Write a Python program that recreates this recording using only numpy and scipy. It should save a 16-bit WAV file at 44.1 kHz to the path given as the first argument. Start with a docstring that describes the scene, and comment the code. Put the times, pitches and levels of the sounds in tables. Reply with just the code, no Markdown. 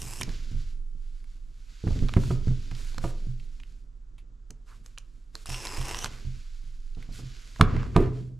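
"""Two paper seal strips are ripped off a small cardboard box: noisy, sticking and slipping breaks with an echo.
Hands turn the box above a wooden table; sliding skin rustles and picked card snaps in short noise bursts.
Elbows and wrists bump the table, and the box is set down in two knocks: dying tones of the table top.
Behind this the camera stand sways as a slow wavering tone, the table murmurs, and a quiet room
hisses, hums and answers with a fading noise tail."""
import sys
import numpy as np
from scipy import signal
from scipy.fft import rfft, irfft, next_fast_len
from scipy.io import wavfile
from scipy.ndimage import uniform_filter1d, map_coordinates

SR = 44100
rng = np.random.default_rng(int(sys.argv[2]) if len(sys.argv) > 2 else 0)


def output_pcm(signal):
    """Save a mono or channel-first signal as 16-bit PCM at the path in sys.argv[1].

    Samples are clipped to [-1, 1] before scaling.
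    """
    pcm = np.clip(np.atleast_2d(signal).T, -1, 1) * 32767
    wavfile.write(sys.argv[1], SR, np.round(pcm).astype(np.int16))


N = 369999

# Sway of the stand and murmur of the table over time: time_s, sway_db, murmur_db
SWAY = [(0.0, -39, -46), (0.26, -34, -43.5), (0.55, -28.5, -50), (0.93, -31, -60.5), (1.56, -39, -59),
        (1.85, -46.5, -61), (2.01, -37, -33), (2.41, -26.5, -53), (2.78, -30, -50), (3.25, -27, -50),
        (3.79, -43, -59), (4.58, -46, -60.5), (5.4, -44, -58.5), (5.75, -37.5, -46.5), (6.3, -36, -47),
        (6.5, -35, -63.5), (6.95, -32.5, -58.5), (7.2, -42, -48), (7.52, -43, -56.5), (7.83, -45, -31.5),
        (8.39, -55, -48)]
# The stand lurches when the table is pushed: start_s, sway_db, murmur_db
LURCHES = [(1.998, -20, -43), (2.31, -24, -41), (7.719, -26, -26.5), (8.05, -60, -37)]
LURCH_RISE_S, LURCH_HOLD_S, LURCH_T60_S = 0.024, 0.023, 0.32
# Colour of the shaking stand: pitch_hz, gain_db
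STAND_COLOUR = [(7.1, -8.5), (12, -9), (27, 4), (36, -6), (46, -25.5), (57, -37), (60, -34.5), (70, -15.5),
                (91, -72), (150, -120)]
# Colour of the table's murmur: pitch_hz, gain_db
MURMUR_COLOUR = [(29, -55), (50, 0), (60, -18), (113, -11.5), (156, -23), (253, -22.5), (323, -29),
                 (399, -31), (440, -36), (700, -44), (910, -79), (1540, -120)]
# Colour of the room's hiss: pitch_hz, gain_db
AIR_COLOUR = [(240, -17), (400, -5), (694, -5.5), (1320, 0), (2150, -9.5), (7550, -9.5), (10300, -37),
              (12500, -29), (15500, -58.5)]
AIR_DB = -75
# Steady low tones of the building: pitch_hz, level_db (before a fixed lift)
HUM = [(37.7, -48)]
# How long the room's answer takes to fall by 60 dB: pitch_hz, t60_s
ROOM = [(150, 0.6), (1000, 0.43), (4000, 0.19), (12000, 0.096)]
# How far the two channels part in the treble: pitch_hz, side_factor (times)
TREBLE_WIDE = [(500, 2.72), (6000, 0.26), (9000, 0.77), (13000, 2.2)]
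# The microphone falls off at the top: pitch_hz, gain_db
MIC = [(11000, -0.5), (13500, -6), (15700, -20)]
TOP_HZ = 15700

# Ringing tones of the table top: pitch_hz, level_db (relative), t60_s (before the arms damp it)
TABLE = [(31.3, 11.5, 0.17), (43.3, -2.5, 0.24), (73, 8.5, 0.14), (105.1, 4, 0.12), (162, 10.5, 0.037),
         (155, -4.5, 0.095), (208.5, -5, 0.19), (251.7, -3.5, 0.18), (269.6, -11.5, 0.36), (345, 7, 0.13),
         (378.8, -3.5, 0.34), (422, -1.5, 0.3), (530, -1.5, 0.088), (621.4, -7, 0.11), (690, 1, 0.06),
         (749, -7, 0.061), (958, -4.5, 0.072), (1188, -4, 0.05), (1325, -13.5, 0.078)]
# Bumps on the table: start_s, level_db (before a trim of the ring), deep_db, hard_db, knock_db (all three
# relative to the level), main_tone_db, main_tone_t60_s
BUMPS = [(0.031, -39, -16, -41, -27, -42, 0.3), (0.204, -29.5, 0, -14, -14.5, -38, 0.58),
         (0.279, -27.5, 3, -15, -16, -62, 0.33), (0.515, -27, -20, -45, -39, -41, 0.43),
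         (0.547, -32, 10.5, -41, -36, -40.5, 0.27), (0.95, -42.5, -12, -25, -42, -65, 0.46),
         (1.839, -20, -17, -12.5, -36, -37, 0.35), (1.869, -12.5, -12, -20, -23, -33, 0.22),
         (1.906, -26.5, 12, -31, -8.5, -32, 0.18), (1.96, -23, -7, -14.5, -20, -38, 0.34),
         (2.024, -14.5, -9, -27, -27, -28, 0.26), (2.166, -5, -10, -19.5, -19, -24, .15),
         (2.228, -40, -15, -22, -24, -27.5, 0.28), (2.305, -16, -4.5, -15, -11.5, -22.5, 0.24),
         (2.472, -13.5, -10, -22.5, -31, -19.5, .2), (2.509, -21, -12, -30, -24, -32, 0.16),
         (2.716, -26.5, -41, -46, -19, -36, .17), (2.979, -28.5, -17, -27, -7, -39, .3),
         (3.04, -21, -10, -6, -0.5, -30.5, 0.2), (3.269, -26, -28, -57, -45, -29.5, 0.31),
         (4.502, -41, 3.5, -8.5, -9, -54, 0.21), (5.346, -45.5, -11, -5, -3, -63, 0.27),
         (5.489, -33, 6.5, -35, -7, -35.5, 0.35), (5.781, -31, 9.5, -26, -18, -32.5, 0.25),
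         (6.043, -28, -15, -28, -12, -51, 0.6), (6.249, -35, 12, -38, -25, -32, 0.27),
         (6.278, -45, -22, -39, -40, -45, 0.23), (6.64, -46, -6, -33, -30, -50.5, .15),
         (6.97, -33.5, -14, -18.5, -17, -48, 0.68), (7.089, -30.5, -7, -31, -22, -44.5, 0.34),
         (7.19, -34, -17, -9.5, -11, -41, 0.24), (7.234, -34, -15, -36, -36, -34.5, .15),
         (7.596, -22.5, -22, -9.5, -4.5, -43, 0.34), (7.609, -5, -11, -17.5, -16, -29, 0.61),
         (7.749, -23.5, 5, -10, -26, -26.5, 0.37), (7.795, -36, 1, -15, -26, -38, 0.24),
         (7.961, -6, -12, -9, -6.5, -33, 2), (8.001, -21, -22, 2.5, -14.5, -25.5, 1.2)]
SOFT_TILT = 0.28  # share of the hard part's gain in dB that already reaches 290 Hz
PUSH_DB, PUSH_S = -9.5, 0.0018  # the blow itself, relative to the bump's level, and its time scale
ARM_DAMPING = 0.84  # the arms that stop the main tone also shorten the other tones
MAIN_HZ, MAIN_REST_DB = 126.3, -73
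MAIN_RISE_S, MAIN_HOLD_S = 0.025, 0.018

# Snaps of paper, nail and card: start_s, level_db (before a trim), centre_hz, low_db and bright_db
# (relative to the level), t60_s
SNAPS = [(0.2116, -23, 3400, 1.5, -1, 0.018), (0.2184, -21, 2280, -43, -46, 0.012),
         (0.2321, -18.5, 6040, -38, -27, 0.01), (0.2918, -34, 3740, -4, -32, 0.016),
         (0.3195, -43, 5170, -1, -18, 0.012), (1.2421, -51.5, 1960, 0, -3, 0.02),
         (1.8759, -50, 2050, 18.5, -24, 0.038), (1.9906, -34, 2470, -29, -24, 0.013),
         (2.0863, -27.5, 3570, -2, -28.5, 0.0097), (2.0918, -42.5, 2050, 17.5, -24, 0.013),
         (2.138, -23, 2400, 0.5, -48, 0.0074), (2.167, -45.5, 2030, 18, -19, 0.053),
         (2.2354, -42, 1920, 8.5, -24, 0.014), (2.3096, -44.5, 2440, 14, -20, 0.026),
         (2.481, -54, 1960, 20.5, -18, 0.014), (2.712, -35, 2140, -8, -29, 0.037),
         (2.7493, -36, 3840, -15, -21, 0.036), (2.9446, -37, 3960, -6, -22, 0.006),
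         (2.9815, -27.5, 4050, 3, -18, 0.011), (3.042, -48, 4710, 15.5, -9, 0.0096),
         (3.3978, -43, 2740, -23, -21, 0.031), (3.6001, -39.5, 2500, -23, -28, 0.015),
         (3.6345, -35, 2500, -38, -25, 0.0077), (4.181, -49, 2670, -6, -7.5, 0.11),
         (4.5055, -32.5, 6740, -43, -18, 0.014), (4.8612, -35.5, 6400, -13, -14, 0.0096),
         (4.9771, -33, 2340, 2, -33, 0.0097), (4.9836, -27.5, 6100, -12, -34, 0.0084),
         (5.3535, -23.5, 4020, -6.5, -9.5, 0.0073), (5.4201, -51, 4190, -14, 0, 0.01),
         (5.458, -33.5, 4120, 1, 3, 0.017), (5.4947, -26, 7450, -13, -15, 0.0094),
         (5.5438, -23, 2850, -9, -17, 0.024), (5.67, -22.5, 4870, -49.5, -25, 0.0095),
         (5.8124, -34, 2940, 3, 1.5, 0.014), (5.883, -25, 5950, -1.5, -3, 0.015),
         (5.9456, -22, 1930, -1.5, -24, 0.0084), (5.9885, -22, 5960, -13, -23, 0.016),
         (6.0443, -12, 5650, -4.5, -20, 0.011), (6.0589, -26, 2680, 1, -4, 0.014),
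         (6.948, -46.5, 4170, -66, -51, 0.03), (7.026, -37, 2280, -17, -15, 0.023),
         (7.1254, -42, 4420, -21.5, -19, 0.014), (7.5603, -50.5, 3220, 14.5, -17.5, 0.016),
         (7.6112, -13.5, 3210, 15, -29.5, 0.011), (7.765, -50.5, 2030, 24.5, -34, 0.016),
         (7.831, -52.5, 1900, 24.5, -31, 0.008), (7.9643, -32.5, 2200, 23.5, -22, 0.0039)]
# The box moves about: time_s, left_minus_right_db
SNAP_PAN = [(0, -4), (5, -3), (7.5, -4)]

# Colour of rustling card: pitch_hz, gain_db
RUSTLE_COLOUR = [(880, -21), (1500, -1), (1840, -7), (2060, -2.5), (3890, -1), (4520, 0.5), (7300, -8.5),
                 (9000, -43), (11700, -43.5), (19800, -120)]
# Colour of the fine hiss in sliding and tearing: pitch_hz, gain_db
FINE_COLOUR = [(4410, -27.5), (7500, -7), (12500, -14.5), (14300, -14.5), (14700, -22), (15500, -54)]
# Colour of the dull scuff: pitch_hz, gain_db
SCUFF_COLOUR = [(260, -18), (450, -3), (595, -11), (834, -13), (1100, -8), (1840, -13.5), (2570, -19),
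                (4500, -37.5), (5850, -63), (9900, -120)]
# Hands and sleeves on the move: time_s, rustle_db
HANDLING = [(0.2, -58), (0.27, -53.5), (0.7, -61), (0.8, -78), (0.93, -78.5), (1.05, -70.5), (1.33, -69.5),
            (1.45, -76), (1.6, -69.5), (1.82, -56.5), (2.5, -57.5), (3.14, -60), (3.34, -65.5),
            (3.77, -71.5), (3.9, -89), (4.3, -101), (4.9, -72.5), (5.3, -80), (6.0, -71), (6.06, -54),
            (6.4, -61.5), (7.02, -71), (7.3, -55.5), (7.9, -63), (8.21, -64), (8.3, -79.5), (8.39, -84.5)]
# Levels at a rustle of -60 dB, and dB gained per dB of rustle
FINE_DB, FINE_GROWS, SCUFF_DB, SCUFF_GROWS = -71, 0.6, -79, 0.9
# Single strokes of skin or card, and (at 7.656 and 7.942 s) a dull rattle dying after the hard knocks: start_s,
# length_s (rise and hold), fade_t60_s, rustle_db, fine_db, scuff_db
STROKES = [(0.226, 0.052, .4, -66, -65, -63.5), (1.865, 0.18, 0.39, -56, -66.5, -81),
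           (2.006, 0.17, .3, -70, -68, -62), (2.173, .15, 0.2, -51.5, -57, -72),
           (2.747, 0.1, 0.9, -55, -60, -68), (2.995, 0.11, 0.089, -56, -57.5, -60),
           (4.653, 0.098, 0.31, -68, -72, -72), (4.829, 0.027, 0.11, -72, -63.5, -67),
           (5.326, 0.11, 0.13, -61.5, -64.5, -79), (6.084, .1, 0.32, -74, -65, -60),
           (6.958, 0.057, 0.9, -61, -75, -67), (7.114, 0.091, .1, -54, -58.5, -81),
           (7.384, 0.22, .3, -64, -68.5, -73), (7.656, 0.14, .5, -58.5, -87, -43.5),
           (7.942, 0.032, 0.42, -74, -78, -36.5)]
STROKE_RISE_S = 0.037
# A fingertip drags on the hollow card; the width is that of one of two equal filters
PUFF_S, PUFF_RISE_S, PUFF_HOLD_S, PUFF_T60_S = 4.66, 0.05, 0.03, 0.08
PUFF_DB, PUFF_HZ, PUFF_WIDTH_HZ = -59, 1280, 630

# Two tearing strips, each with rows of: time_s, level_db, box_db (relative, before a trim), second_echo_band_hz
TEARS = [
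    [(0.0, -51.5, -3.5, 5940), (0.08, -49.5, 1, 5000), (0.2, -52.5, -2.5, 5580), (0.214, -45, -3, 5640),
     (0.23, -59, -12, 5670)],
    [(5.46, -51, -5, 5150), (5.516, -41.5, -1.5, 5270), (5.596, -46.5, -1, 5430), (5.648, -43, 3.5, 5200),
     (5.742, -45.5, 4, 5120), (5.918, -44, 5, 5420), (6.04, -43.5, 0, 5960), (6.08, -50, 9.5, 5670)],
]
# Fine hiss of each tear: bright_db (relative to the tear's level)
TEAR_BRIGHT_DB = [1.5, -9.5]
# Colour of tearing paper: pitch_hz, gain_db
STRIP_COLOUR = [(880, -28), (1500, -0.5), (2220, -8.5), (2490, -9), (2780, -4.5), (3800, 0.5), (5190, -3),
                (6370, -0.5), (7670, -9), (13000, -19), (15500, -41)]
# Colour of the box walls under the tear: pitch_hz, gain_db
BOX_COLOUR = [(88, -44), (150, -6), (192, -16), (346, -3.5), (588, -11), (1000, -4), (1460, -16.5),
              (2000, -13), (2600, -17), (4400, -120)]
TEAR_PAN_DB = -0.8  # left minus right
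SLIPS_PER_S, SLIP_S, SLIP_SPREAD_DB, SLIP_BED = 340, 0.00079, 6.5, 1  # the strip sticks and slips
ECHO = 0.68  # share of the echo kept on each trip


def amp(db):
    """Turn decibels into a gain."""
    return 10 ** (np.asarray(db) / 20)


def unit(x):
    """Scale a sound to an average (rms) strength of 1."""
    return x / np.sqrt(np.mean(x ** 2) + 1e-20)


def along(points, hz):
    """Read a value between (pitch, value) points on a log pitch axis."""
    f, v = np.transpose(points)
    return np.interp(np.log(hz + 1), np.log(f + 1), v)


def curves(rows):
    """One value per sample for each column, and a gate that is open while the table lasts."""
    s, *cols = np.transpose(rows)
    t = np.arange(N) / SR
    gate = uniform_filter1d(1. * ((t >= s[0]) & (t <= s[-1])), size=400)
    return gate, [np.interp(t, s, c) for c in cols]


def wobble(rate):
    """A smooth random curve with `rate` random points a second."""
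    points = rng.standard_normal(int(N * rate / SR) + 4)
    return map_coordinates(points, [np.arange(N) * rate / SR])


def filtered(x, response):
    """Change the strength of each pitch in x by a response."""
    m = next_fast_len(N + SR // 2)
    return irfft(rfft(x, m) * response(np.fft.rfftfreq(m, 1 / SR)), m)[..., :N]


def sides(pan_db):
    """Left and right gains that differ by pan_db."""
    return amp(np.array([pan_db / 2, -pan_db / 2]))


def panned(x, pan_db):
    """Place a mono or stereo sound between left and right."""
    return x * sides(np.full(1, pan_db))


def swell(s, rise, hold, t60):
    """Gain that rises from time s, holds, then dies away."""
    t = np.arange(N) / SR - s
    rise, hold = max(rise, .002), max(hold, 0)
    fade_time = np.clip(t - rise - hold, 0, None)
    return np.clip(t / rise, 0, 1) * amp(-60 * fade_time / max(t60, .02))


def together(gains):
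    """Unrelated pushes add in power."""
    return np.sqrt(sum(np.square(g) for g in gains))


def grains(per_s, spread_db, bed):
    """Irregular tiny breaks of very uneven size on a bed of noise."""
    hit = rng.random(N) < per_s / SR
    size = amp(spread_db * np.minimum(rng.exponential(size=N), 3)) * rng.standard_normal(N)
    return unit(unit(hit * size) + bed * rng.standard_normal(N))


def coloured(x, spectrum, wide):
    """Stereo sound of rms 1; wide sets the part that differs between channels, more or less in the treble."""
    other = x * rng.standard_normal(N)

    def response(hz):
        return amp(along(spectrum, hz)) * [hz * 0 + 1, along(TREBLE_WIDE, hz)]

    mid, side = filtered(np.array([x, wide * other]), response)
    return unit(np.array([mid + side, mid - side]))


def background():
    """The stand sways slowly, the table murmurs under resting arms, the room hisses faintly."""
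    lurches = [np.outer(amp(dbs), swell(s, LURCH_RISE_S, LURCH_HOLD_S, LURCH_T60_S))
               for s, *dbs in LURCHES]
    sway_gain, murmur_gain = together([amp(curves(SWAY)[1])] + lurches)
    # a nearly regular rocking around 22.5 Hz
    swing = np.sin(2 * np.pi * np.cumsum(22.5 + 0.805 * wobble(4.7)) / SR)
    shake = coloured(rng.standard_normal(N), STAND_COLOUR, wide=0.18)
    sway = panned(sway_gain * (1.033 * swing + 0.16 * shake), -4.5)
    lumps = rng.standard_normal(N) * amp(2.2 * wobble(22))
    murmur = panned(murmur_gain * coloured(lumps, MURMUR_COLOUR, wide=0.13), -1.5)
    air = amp(AIR_DB) * coloured(rng.standard_normal(N), AIR_COLOUR, wide=0.59)
    return sway + murmur + air


def hum():
    """Low tones of the building waver a little in strength and timing."""
    t = np.arange(N) / SR
    tones = 0
    for hz, db in HUM:
        level = amp(db + 2.5 + 1.6 * wobble(1.1))
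        tones = tones + level * np.sin(2 * np.pi * hz * t + 0.48 * wobble(1.7))
    return panned(tones, -3.5)


def room(x):
    """Each pitch of the room's answer dies at its own speed."""
    hz, t, z = signal.stft(rng.standard_normal((2, SR // 2)), SR, nperseg=256)
    z = z[0] + 0.3 * z[1] * np.array([1, -1])[:, None, None]  # the second noise parts left from right
    fade = amp(-60 * t / along(ROOM, hz)[:, None])
    tail = signal.istft(z * fade, SR, nperseg=256)[1]
    late = np.pad(x, (300, 0))[None]  # the answer starts 300 samples later
    return signal.fftconvolve(late, tail / np.linalg.norm(tail[0]), axes=1)[:, :N]


def main_ring():
    """One slightly unsteady tone of the table top: each bump swells it, resting arms stop it sooner or later."""
    swells = [amp(db) * swell(s, MAIN_RISE_S, MAIN_HOLD_S, t60) for s, *_, db, t60 in BUMPS]
    gain = together([amp(MAIN_REST_DB)] + swells)
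    phase = 2 * np.pi * MAIN_HZ * np.arange(N) / SR + .5 * wobble(3)
    return panned(gain * np.sin(phase), -1.8)


def bumps():
    """Each bump rings the table's tones at new strengths; soft flesh drives the deep ones, hard card the high ones."""
    out, t = np.zeros((2, N + SR)), np.arange(SR // 2) / SR
    hz, level, t60 = np.transpose(TABLE)[:, :, None]
    u = t / PUSH_S
    push = sides(np.full(1, -2.2)) * u ** 2 * (1 - u / 3) * np.exp(1.5 - u)
    lean = sides(along([(50, -8), (130, -2.5), (400, -2.5)], hz[:, 0]))  # left-right balance of each tone
    build = 1 - np.exp(-t * hz / 0.64)  # the contact builds over part of a cycle
    for s, db, deep_db, hard_db, knock_db, _, main_t60 in BUMPS:
        luck_db = 2 * rng.standard_normal((len(TABLE), 1))
        detune = 1 + .02 * rng.standard_normal((len(TABLE), 1))
        contact_db = along([(75, deep_db), (95, 0), (110, 0), (290, SOFT_TILT * hard_db),
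                            (330, hard_db), (450, hard_db), (520, knock_db)], hz)
        # loose card roughens the high tones
        drift = np.cumsum(rng.standard_normal((len(TABLE), len(t))), axis=1)
        blur = (.00004 * hz + .009 * (hz > 190)) * drift
        fade_db = -60 * t * (1 / t60 + ARM_DAMPING / max(main_t60, .05))
        ring = amp(level + contact_db + luck_db + fade_db) * build
        ring = ring * np.sin(2 * np.pi * hz * detune * t + blur)
        one = -amp(db - 5.0) * (lean @ ring) - amp(db + PUSH_DB) * push
        out[:, round(s * SR):][:, :len(t)] += one
    return out[:, :N]


def snaps():
    """Each snap is a short dying burst: a crack ringing near its centre, a lower tock of card, a bright tick."""
    out, t = np.zeros((2, N + SR)), np.arange(4096) / SR
    f = np.fft.rfftfreq(len(t), 1 / SR)

    def band(centre, width):
        return 1j * f * width / (centre * centre - f * f + 1j * f * width)

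    def peak(burst, response):
        x = irfft(burst * response)
        return x / abs(x).max()

    for s, db, hz, low_db, high_db, t60 in SNAPS:
        shape = amp(-60 * t / max(t60, .002)) * (1 - np.exp(-t / 0.00011))
        burst = rfft(shape * rng.standard_normal(len(t)))
        crack = peak(burst, (0.18 * band(2900, 4000) + band(hz, 0.31 * hz)) * band(1700, 7000) ** 2)
        tock = amp(low_db) * peak(burst, band(1153, 1400) ** 2)
        tick = amp(high_db) * peak(burst, band(9300, 4500) ** 3)
        box_sides = sides(np.interp(s, *np.transpose(SNAP_PAN)))
        one = np.outer(box_sides, crack + tock) + np.outer(sides(1.48), tick)
        out[:, round(s * SR):][:, :len(t)] += amp(db - 2.0) * one
    return out[:, :N]


def puff():
    """A fingertip dragging on hollow card is a short mid-band rub of noise."""
    def band(f):
        return (1j * f * PUFF_WIDTH_HZ / (PUFF_HZ ** 2 - f * f + 1j * f * PUFF_WIDTH_HZ)) ** 2

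    noise = unit(filtered(rng.standard_normal(N), band))
    return panned(amp(PUFF_DB) * swell(PUFF_S, PUFF_RISE_S, PUFF_HOLD_S, PUFF_T60_S) * noise, -2.0)


def sliding():
    """Skin on card rustles with slight grain; quick strokes add fine hiss, pressed ones a dull scuff, and a
    dull rattle dies away after the hard knocks near the end."""
    rub = grains(per_s=2800, spread_db=4, bed=1.6) * amp(1.2 * wobble(25))
    rustle = coloured(rub, RUSTLE_COLOUR, wide=0.38)
    fine = coloured(rub, FINE_COLOUR, wide=0.4)
    scuff = coloured(rub, SCUFF_COLOUR, wide=0.24)
    gate, (db,) = curves(HANDLING)
    over = db + 60
    moving = gate * amp([db, FINE_DB + FINE_GROWS * over, SCUFF_DB + SCUFF_GROWS * over])
    strokes = [np.outer(amp(dbs), swell(s, STROKE_RISE_S, length - STROKE_RISE_S, t60))
               for s, length, t60, *dbs in STROKES]
    gains = together([moving] + strokes)
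    return panned(sum(g * x for g, x in zip(gains, (rustle, fine, scuff))), -1.5)


def slips():
    """Uneven lurches of the tear line, each a quick burst that dies away."""
    gaps = np.clip(1 + .35 * rng.standard_normal(4000), .2, 3)
    times = np.cumsum(gaps) / SLIPS_PER_S
    size = amp(SLIP_SPREAD_DB * rng.standard_normal(4000))
    kicks = np.bincount((times * SR).astype(int), size, minlength=N)[:N]
    return SLIP_BED + np.convolve(kicks, np.exp(-np.arange(400) / SR / SLIP_S))[:N]


def tearing():
    """Fibres and glue let go in a dense rasp; a short echo off the lifted strip draws bands that move with the pull."""
    breaks = grains(per_s=3000, spread_db=0.7, bed=0.62) * amp(0.5 * wobble(30)) * slips()
    fine = coloured(breaks, FINE_COLOUR, wide=0.14)
    paper = coloured(breaks, STRIP_COLOUR, wide=0.29)
    walls = coloured(breaks, BOX_COLOUR, wide=0.084)
    dulled = uniform_filter1d(paper, size=3, axis=1)  # the echo loses its top
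    out, n = 0, np.arange(N)
    for rows, bright_db in zip(TEARS, TEAR_BRIGHT_DB):
        gate, (db, box_db, second_hz) = curves(rows)
        second_hz = second_hz * (1 + .022 * wobble(30))
        banded = paper
        for trips in range(1, 7):
            heard_from = n - 2 * trips * SR / second_hz  # the earlier sample that returns now
            echo = np.array([map_coordinates(c, [heard_from], order=1) for c in dulled])
            banded = banded + 1.2 * ECHO ** trips * echo
        rip = amp(-0.5) * banded + amp(bright_db) * fine + amp(box_db - 4.0) * walls
        out = out + panned(gate * amp(db) * rip, TEAR_PAN_DB)
    return out


def scene():
    """Add all sources; the room answers the snaps, the tears and the bumps."""
    near = snaps() + tearing()
    low = bumps()
    answer = room(amp(-17.0) * near.mean(axis=0) + amp(-11.5) * low.mean(axis=0))
    quiet = background() + hum()
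    return near + low + answer + sliding() + quiet + puff() + main_ring()


def record(dry):
    """The camera rounds off the loudest peaks, dulls the top and keeps nothing above its band limit."""
    dry = dry / (1 + abs(dry) ** 6) ** (1 / 6)
    return filtered(dry, lambda hz: amp(along(MIC, hz)) * (hz < TOP_HZ))


dry = scene()
out = record(dry)
output_pcm(out)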